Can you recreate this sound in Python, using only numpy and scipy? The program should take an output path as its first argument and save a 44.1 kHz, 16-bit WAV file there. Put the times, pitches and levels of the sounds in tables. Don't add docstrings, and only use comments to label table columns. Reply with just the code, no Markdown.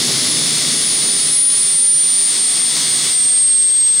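import sys
import numpy as np
from scipy import signal
from scipy.fft import rfft, irfft
from scipy.io import wavfile
from scipy.ndimage import uniform_filter1d, minimum_filter1d

SR = 44100
rng = np.random.default_rng(int(sys.argv[2]) if len(sys.argv) > 2 else 0)


def to_wav(sig):
    pcm = np.clip(np.atleast_2d(sig), -1, 1) * 32767
    pcm = np.round(pcm).astype(np.int16)
    wavfile.write(sys.argv[1], SR, pcm.T)


N = 176400

# (frequency [Hz], level [dB])
IDLE_TONES = [(82, -37.5), (156, -26.5), (234, -32), (410, -28)]
# (frequency [Hz], left-right likeness [1 and above: fully alike])
STEREO_LIKENESS = [(30, 0.5), (120, 1.2), (300, .92), (700, 0.77), (1400, 0.65), (2800, 1.1), (5500, 0.86),
                   (10000, 1.3)]
# (frequency [Hz], left over right [dB])
LEFT_LEAN = [(30, -1), (170, 0.8), (350, 1), (1400, 2.5), (2800, 3.5), (5500, 0.5), (9000, 0)]
# (frequency [Hz], level [dB])
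RUMBLE_SPECTRUM = [(20, -68), (45, -66), (70, -63), (110, -45.5), (150, -36), (190, -43), (235, -36),
                   (280, -38.5), (320, -41.5), (410, -42.5), (480, -47.5), (700, -53), (1500, -82)]
# (time [s], gain [dB])
RUMBLE_FADE = [(0, 5), (.5, 3), (1.1, 1.3), (1.7, -1.5), (2.2, -3), (3, -2.5), (3.5, -3.5), (4, -5)]
# (frequency [Hz], level [dB])
ROAR_SPECTRUM = [(30, -72), (100, -63), (400, -49), (620, -48.5), (900, -48.5), (1200, -45), (1550, -48),
                 (2050, -40), (2500, -45.5), (3100, -41), (3450, -33.5), (3950, -36), (4500, -33),
                 (5000, -35.5), (5400, -33.5), (5850, -39), (6100, -37.7), (7000, -38), (7500, -40.5),
                 (8500, -38), (9500, -41.5), (10400, -47.5), (11000, -53.5), (11800, -72.5), (12400, -57),
                 (13300, -55), (14400, -53.5), (15700, -60.5)]
# (time [s], speed [turns per second])
SHAFT_SPEED = [(0, 303), (0.4, 292), (0.8, 287.24), (1.2, 277), (1.5, 279), (1.9, 270.3), (2.3, 266.13),
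               (2.8, 259.49), (3.2, 255.6), (3.55, 249.8), (4, 245.5)]
# faint, even shaft tones (pitch [multiple of shaft speed]) and, for each, (level [dB])
FAINT_ORDERS = (25, 28, 29, 30, 32, 33, 35)
FAINT_DB = [-30, -23.5, -28, -41, -35, -33, -27]
UPPER_ORDERS = (36, 37, 38, 40)
UPPER_TRIM_DB = [-0.5, -12, -12, -25]
# (time [s], level [dB])
UPPER_SWELL = [(0.0, -20), (0.22, -25), (0.86, -28), (1.1, -20), (1.2, -19), (2.16, -4.5), (2.7, -6),
               (3.8, 2), (4.0, -3.0)]
# (time [s], level [dB])
LOWER_SWELL = [(0.0, -13), (0.54, -1.6), (1.22, -4), (1.42, -4), (1.76, 2), (2.12, -7), (2.22, -5.5),
               (2.56, -0.5), (2.76, -12), (3.22, -7.4), (3.68, -16), (3.82, -16), (4.0, -23)]
# (time [s], level [dB])
MAIN_SWELL = [(0.0, -16.7), (0.1, -11), (0.2, -10.5), (0.32, -3.0), (0.48, -4), (0.56, -14), (0.66, -30),
              (0.72, -7), (0.8, 2.5), (1.28, 4.5), (1.42, 14.5), (1.7, 10.5), (1.84, 16.5), (2.24, 9.5),
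              (2.36, 4.5), (2.44, 10.5), (2.54, 4.5), (2.68, 8), (2.78, -2.5), (2.96, 5), (3.06, -2.5),
              (3.16, 10.5), (3.7, 19.5), (4.0, 15.5)]

T = np.arange(N) / SR
HZ = np.fft.rfftfreq(N, 1 / SR)


def amp(db):
    return 10 ** (np.asarray(db) / 20)


def automation(points):
    return np.interp(T, *np.transpose(points))


def eq_curve(points):
    hz, value = np.transpose(points)
    return np.interp(np.log(HZ + 1), np.log(hz), value)


def drift(rate_hz, channels=1):
    white = rfft(rng.standard_normal((channels, N)))
    smooth = irfft(white * np.exp(-(HZ / rate_hz) ** 2 / 4), N)
    return smooth / np.sqrt(np.mean(smooth ** 2, axis=1, keepdims=True))


def noise_band(phase, width_hz, channels=1):
    return drift(width_hz, channels) * np.cos(phase) + drift(width_hz, channels) * np.sin(phase)


def stereo_noise(spectrum):
    shared, separate = rfft(rng.standard_normal((2, N)))
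    likeness = np.clip(eq_curve(STEREO_LIKENESS), 0, 1)
    lean = amp(eq_curve(LEFT_LEAN) / 2)
    left = shared * lean
    right = (likeness * shared + np.sqrt(1 - likeness ** 2) * separate) / lean
    return irfft(np.array([left, right]) * amp(eq_curve(spectrum)), N) * np.sqrt(SR / 2)


def idling_engine():
    return sum(amp(db) * noise_band(2 * np.pi * hz * T, width_hz=5.7) for hz, db in IDLE_TONES)


def combustion_rumble():
    return stereo_noise(RUMBLE_SPECTRUM) * amp(automation(RUMBLE_FADE))


def jet_roar():
    return stereo_noise(ROAR_SPECTRUM)


def blade_hiss(shaft_angle, order=32.6, level_db=-7.5):
    return amp(level_db) * noise_band(order * shaft_angle, width_hz=470)


def wavering_tone(phase, level_db, wander_hz=4.1, wander_db=1.4, wander_rad=0.1, flutter_db=0.96):
    wander = wander_db * drift(wander_hz, channels=2)
    flutter = flutter_db * drift(rate_hz=30)
    phase_wobble = wander_rad * drift(wander_hz, channels=2)
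    return np.sqrt(2) * amp(level_db + wander + flutter) * np.sin(phase + phase_wobble)


def compressor_whine(shaft_angle, main_blades=34, lower_blades=31, halo_db=-18.5):
    whine = wavering_tone(main_blades * shaft_angle, automation(MAIN_SWELL))
    whine += wavering_tone(lower_blades * shaft_angle, automation(LOWER_SWELL))
    for order, trim_db in zip(UPPER_ORDERS, UPPER_TRIM_DB):
        whine += wavering_tone(order * shaft_angle, automation(UPPER_SWELL) + trim_db)
    for order, level_db in zip(FAINT_ORDERS, FAINT_DB):
        whine += wavering_tone(order * shaft_angle, level_db)
    halo = amp(halo_db) * noise_band(main_blades * shaft_angle, width_hz=60, channels=2)
    return whine + halo


def scene():
    shaft_angle = 2 * np.pi * np.cumsum(automation(SHAFT_SPEED)) / SR
    turbine = compressor_whine(shaft_angle) + blade_hiss(shaft_angle) + jet_roar() + combustion_rumble()
    return turbine + idling_engine()


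def record(dry):
    output_db, ratio, hold_s, smooth_s = -7.5, 16.6, 0.0021, 0.017
    high_cut_hz = 15800
    rectified = abs(dry).max(0)
    peak = -minimum_filter1d(-rectified, int(hold_s * SR))
    envelope = uniform_filter1d(peak, int(smooth_s * SR))
    limited = amp(output_db) * dry / envelope ** (1 - 1 / ratio)
    high_cut = signal.firwin(511, high_cut_hz, window=("kaiser", 9), fs=SR)
    return signal.oaconvolve(limited, high_cut[None], "same")


dry = scene()
out = record(dry)
to_wav(out)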